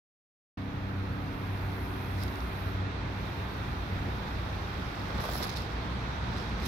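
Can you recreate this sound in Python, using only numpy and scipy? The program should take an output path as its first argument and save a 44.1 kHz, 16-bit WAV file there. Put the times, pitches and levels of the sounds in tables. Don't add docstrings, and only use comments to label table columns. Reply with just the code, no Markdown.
import sys
import numpy as np
from scipy import signal
from scipy.io import wavfile

SR = 44100
rng = np.random.default_rng(int(sys.argv[2]) if len(sys.argv) > 2 else 0)


def wav_record(signal):
    frames = np.transpose(np.atleast_2d(signal))
    bounded = np.clip(frames, -1, 1)
    quanta = np.round(bounded * 32767).astype(np.int16)
    wavfile.write(sys.argv[1], SR, quanta)


N = 294147
START_S = .572
TIME_S = np.arange(N) / SR
ELAPSED_S = np.maximum(TIME_S - START_S, 0)


def from_db(db):
    return np.exp(np.asarray(db) * (np.log(10) / 20))


def unit_rms(x):
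    return x / np.sqrt(np.mean(x ** 2) + 1e-20)


def at_hz(points, hz):
    points = np.array(points)
    return np.interp(np.log(hz), np.log(points[:, 0]), points[:, 1])


def band(x, low_hz, high_hz):
    sos = signal.butter(2, [low_hz, min(high_hz, .45 * SR)], "band", fs=SR, output="sos")
    return signal.sosfilt(sos, x)


def drift(rate_hz):
    pole = np.exp(-200 * np.pi * rate_hz / SR)
    white = rng.standard_normal(N // 100 + 1002)
    slow = signal.lfilter([1], [1, -2 * pole, pole * pole], white)[1000:]
    return np.interp(np.arange(N) / 100, np.arange(len(slow)), unit_rms(slow))


def build_up(level_db, deficit_db, settle_s, growth_db_per_s):
    return from_db(level_db - deficit_db * np.exp(-ELAPSED_S / settle_s) + growth_db_per_s * ELAPSED_S)


def swell(full_s, until_s, rise_s, fall_s, sag_db_per_s=0):
    rise = np.exp(-np.maximum(full_s - TIME_S, 0) / rise_s)
    fall = np.exp(-np.maximum(TIME_S - until_s, 0) / fall_s)
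    held_s = np.clip(TIME_S, full_s, until_s) - full_s
    return rise * fall * from_db(-sag_db_per_s * held_s)


def crackle(per_s, grain_s, size_db):
    hits = rng.random(N) < per_s / SR
    sizes = from_db(size_db * np.minimum(rng.exponential(1, N), 3))
    return unit_rms(signal.lfilter([1], [1, -np.exp(-1 / (grain_s * SR))], hits * sizes + 1e-18))


# frequency in Hz, left-right correlation (clipped to +-1).
CORRELATION = [(60, 2), (180, 0.8), (350, 0.95), (700, 0.34), (1400, -0.22), (2300, 0.26), (3600, 0),
               (13000, 0.2)]
# frequency in Hz, left minus right in dB.
BALANCE = [(100, -0.9), (600, -0.8), (1300, -3), (2400, -2.5), (3700, -9.5), (5300, -10), (7200, 1),
           (9200, -7.5), (11500, -10), (15000, -12)]

def stereo_noise(spectrum, flutter_db, drive=1):
    edges_hz = np.r_[np.geomspace(20, 2500, 22)[:-1], np.geomspace(2500, 16500, 18)]
    white = rng.standard_normal((2, 2, N)) * drive
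    out, power = np.zeros((2, N)), 0
    for k, (low, high) in enumerate(zip(edges_hz, edges_hz[1:])):
        if high < spectrum[0][0] or low > spectrum[-1][0]:
            continue
        hz = np.sqrt(low * high)
        alike = np.clip(at_hz(CORRELATION, hz), -1, 1)
        pan = from_db(at_hz(BALANCE, hz) * np.array([[.5], [-.5]]))
        mid_side_to_stereo = pan * np.sqrt([1 + alike, 1 - alike]) * [[1, 1], [1, -1]]
        pair = mid_side_to_stereo @ band(white[k % 2], low, high)
        gain = from_db(at_hz(spectrum, hz)) * np.sqrt(high - low)
        flutter = from_db(flutter_db * drift(14.3))
        out += gain / np.std(pair.mean(axis=0)) * flutter * pair
        power += gain ** 2
    return out / np.sqrt(power)


# multiple of the crank rate, relative level in dB.
CRANK_ORDERS = [(2, -7.5), (4, -4.5), (5, -9.5), (6, -1.5), (7, -12), (8, -5.5), (9, -2.5), (10, -17),
                (15, -17)]

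def engine(start_hz=96.74, idle_hz=94.25, slowing_s=3.0, throb_hz=1.69, hold_until_s=3.3):
    firing_hz = idle_hz + (start_hz - idle_hz) * np.exp(-(ELAPSED_S / slowing_s) ** 2)
    firing_phase = 2 * np.pi * np.cumsum(firing_hz) / SR
    throb_db = 4.5 * np.cos(2 * np.pi * throb_hz * (TIME_S - 3.36))
    tone_db = -40 + throb_db - 3.5 * np.maximum(TIME_S - hold_until_s, 0)
    out = from_db(tone_db + drift(5.6)) * np.sin(firing_phase + 0.12 * drift(19))
    fourth_gain = swell(1.78, 1.78, rise_s=.3, fall_s=1.9) * from_db(-50 + 0.65 * drift(1.4))
    out += fourth_gain * np.sin(4 * firing_phase + 0.62 * drift(13))
    orders_db = -42.5 - 3 * ELAPSED_S
    for order, level_db in CRANK_ORDERS:
        phase = firing_phase * order / 3 + 2 * np.pi * rng.random()
        gain = from_db(orders_db + level_db + 2.5 * drift(4.8))
        out += gain * np.sin(phase + 0.15 * drift(5.6))
    return np.sqrt(2) * out


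# centre in Hz, width in Hz, relative level in dB, growth in dB/s.
DRONE_MODES = [(60.3, 11.4, 3, 0), (120.3, 13.8, -7, 0.38), (178.8, 24, -11, 1), (214, 26, -14.5, 1.5)]
# level in dB, initial deficit in dB, settling time in seconds, growth in dB/s.
DRONE_BUILD = (-43.5, 11.5, 1.2, 0.14)

def drone():
    out = np.zeros(N)
    for hz, width_hz, level_db, growth_db_per_s in DRONE_MODES:
        mode = unit_rms(band(rng.standard_normal(N), hz - width_hz / 2, hz + width_hz / 2))
        out += from_db(level_db + growth_db_per_s * ELAPSED_S) * mode
    return build_up(*DRONE_BUILD) * out


# frequency in Hz, relative density in dB.
RUMBLE_SPECTRUM = [(22, -17), (32, -5), (45, -1.5), (62, -2.5), (85, 3.5), (120, -1.5), (160, -2.5),
                   (230, -11.5), (320, -9), (450, -15.5), (700, -44)]
RUMBLE_BUILD = (-40.5, 4, 0.1, 0.5)

def far_sounds(right_lag_s=0.00034):
    rumble = build_up(*RUMBLE_BUILD) * stereo_noise(RUMBLE_SPECTRUM, flutter_db=0.8)
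    left, right = rumble + engine() + drone()
    late_right = np.interp(TIME_S - right_lag_s, TIME_S, right)
    return np.array([left, late_right * from_db(0.1)])


# frequency in Hz, relative density in dB.
WASH_SPECTRUM = [(250, 1), (420, -1.5), (600, -1), (950, 0.5), (1120, -2), (1400, -2.5), (2000, -7),
                 (2550, -7), (2950, -21.5), (4000, -26)]
FOLIAGE_SPECTRUM = [(2400, -34), (3000, 1.5), (3600, 5), (4300, 0), (5000, -5.5), (5700, -6), (6700, -18),
                    (7500, -19.5), (8500, -22.5), (11000, -25.5), (15500, -31)]
WASH_BUILD = (-43, 4, 0.62, 0.2549)
FOLIAGE_BUILD = (-56, 4.5, 1.3, 0.6946)

def breeze():
    wash = build_up(*WASH_BUILD) * stereo_noise(WASH_SPECTRUM, flutter_db=0.8)
    foliage = build_up(*FOLIAGE_BUILD) * stereo_noise(FOLIAGE_SPECTRUM, flutter_db=1.0)
    return wash + foliage


# frequency in Hz, relative density in dB.
HISS_SPECTRUM = [(6000, -24), (8500, -7), (10200, -3), (11100, 1), (12400, 2), (14000, 1), (15800, -9)]
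# hold start and end in seconds, level in dB, rise and fall in seconds.
HISSES = [(1.85, 2.7, -63, 0.79, 0.07), (3.198, 5.3, -68, 0.11, 0.81)]

def hiss(sag_db_per_s=1.4, echo_s=0.001, echo_gain=0.27):
    flow = sum(from_db(level_db) * swell(full_s, until_s, rise_s, fall_s, sag_db_per_s)
               for full_s, until_s, level_db, rise_s, fall_s in HISSES)
    jet = flow * stereo_noise(HISS_SPECTRUM, flutter_db=1.0)
    return jet + echo_gain * np.roll(jet, round(echo_s * SR), axis=1)


# frequency in Hz, relative density in dB.
CRUNCH_SPECTRUM = [(700, -19), (2000, 2), (2900, -5), (3800, 4), (5300, 3), (6600, -10), (9300, -15),
                   (15800, -28)]
RASP_SPECTRUM = [(5500, -13), (7500, -1.5), (9400, -20), (10400, -12), (11200, 4.5), (12500, 2),
                 (14000, -4), (15800, -1)]
# peak time in seconds, crunch and rasp in dB, rise and fall in seconds.
SLIDES = [(2.225, -48.5, -62, 0.035, .02), (2.28, -61, -74, .03, .13), (5.1, -58.5, -87, 0.97, .8),
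          (5.26, -50, -57.5, 0.078, 0.068), (5.345, -45, -49, 0.049, 0.055),
          (5.432, -40.5, -47.5, 0.023, 0.026), (5.58, -47.5, -64, 0.22, 0.057),
          (6.36, -53.5, -69.5, 0.052, 0.27), (6.66, -45, -57.5, 0.033, .1)]

def scrape():
    _, crunch_db, rasp_db, _, _ = np.transpose(SLIDES)
    motion = np.array([swell(peak_s, peak_s, rise_s, fall_s) for peak_s, _, _, rise_s, fall_s in SLIDES])
    crunch_gain = np.sqrt(from_db(crunch_db) ** 2 @ motion ** 2)
    rasp_gain = np.sqrt(from_db(rasp_db) ** 2 @ motion ** 2)
    cracks = crackle(per_s=1300, grain_s=0.0017, size_db=-2.0) + .2
    crunch = crunch_gain * stereo_noise(CRUNCH_SPECTRUM, flutter_db=1.9, drive=cracks)
    rasp = rasp_gain * stereo_noise(RASP_SPECTRUM, flutter_db=4.0, drive=cracks)
    return crunch + rasp


# start in seconds, burst level in dB, edge send in dB.
LEAF_SNAPS = [(2.2343, -25.5, -5), (2.28, -32, -22), (2.356, -31.5, -20), (2.4039, -35, -22),
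              (5.2174, -33, -19), (5.2404, -29.5, -9), (5.3754, -30, -10), (5.4267, -21.5, -16),
              (5.4327, -24, -26), (5.494, -25, -18), (5.5004, -22.5, -19), (5.5628, -26, -21),
              (5.5707, -23, -14), (5.6194, -35, -13)]

def leaf_snaps(attack_s=0.00079, t60_s=0.0099):
    body, edge = np.zeros((2, 2, N))
    t = np.arange(SR // 10) / SR
    for start_s, level_db, edge_db in LEAF_SNAPS:
        at = round(start_s * SR)
        envelope = from_db(level_db - 60 * t / t60_s) * (1 - np.exp(-(t / attack_s) ** 2))
        burst = (rng.standard_normal((2, len(t))) * envelope)[:, :N - at]
        body[:, at:at + len(t)] += burst
        edge[:, at:at + len(t)] += burst * from_db(edge_db)
    body = band(body + 1e-18, 3550, 5820) * from_db([[1], [10]])
    high_edge = band(edge + 1e-18, 7800, 13300) * from_db([[2], [7]])
    low_edge = 1.2 * band(edge + 1e-18, 5700, 8600)
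    return body + from_db(3) * (high_edge + low_edge)


# frequency in Hz, relative density in dB.
EARTH_SPECTRUM = [(250, -17), (380, 1.5), (700, 0), (1300, -4), (2000, -15), (2900, -17), (4000, -15.5)]
# centre in seconds, level in dB, half length in seconds.
SCUFFS = [(5.134, -44, .04), (5.2, -35.5, .014), (5.258, -39.5, 0.024), (5.292, -30, 0.0017),
          (5.32, -45, .03), (5.356, -33.5, .003), (5.42, -36, 0.015), (5.456, -39.5, .009),
          (6.37, -45, .049)]

def scuffs():
    push_power = sum(from_db(level_db) ** 2 * np.exp(-((TIME_S - centre_s) / half_s) ** 2)
                     for centre_s, level_db, half_s in SCUFFS)
    grit = crackle(per_s=600, grain_s=.0012, size_db=2.0) + .25
    return np.sqrt(push_power) * stereo_noise(EARTH_SPECTRUM, flutter_db=0.0, drive=grit)


def scene():
    return far_sounds() + breeze() + hiss() + scrape() + scuffs() + leaf_snaps()


def record(dry):
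    fade_in = np.clip((TIME_S - START_S) / .003, 0, 1)
    cutoff_hz = 15720
    return signal.sosfilt(signal.ellip(10, .2, 70, cutoff_hz, fs=SR, output="sos"), dry * fade_in)


dry = scene()
out = record(dry)
wav_record(out)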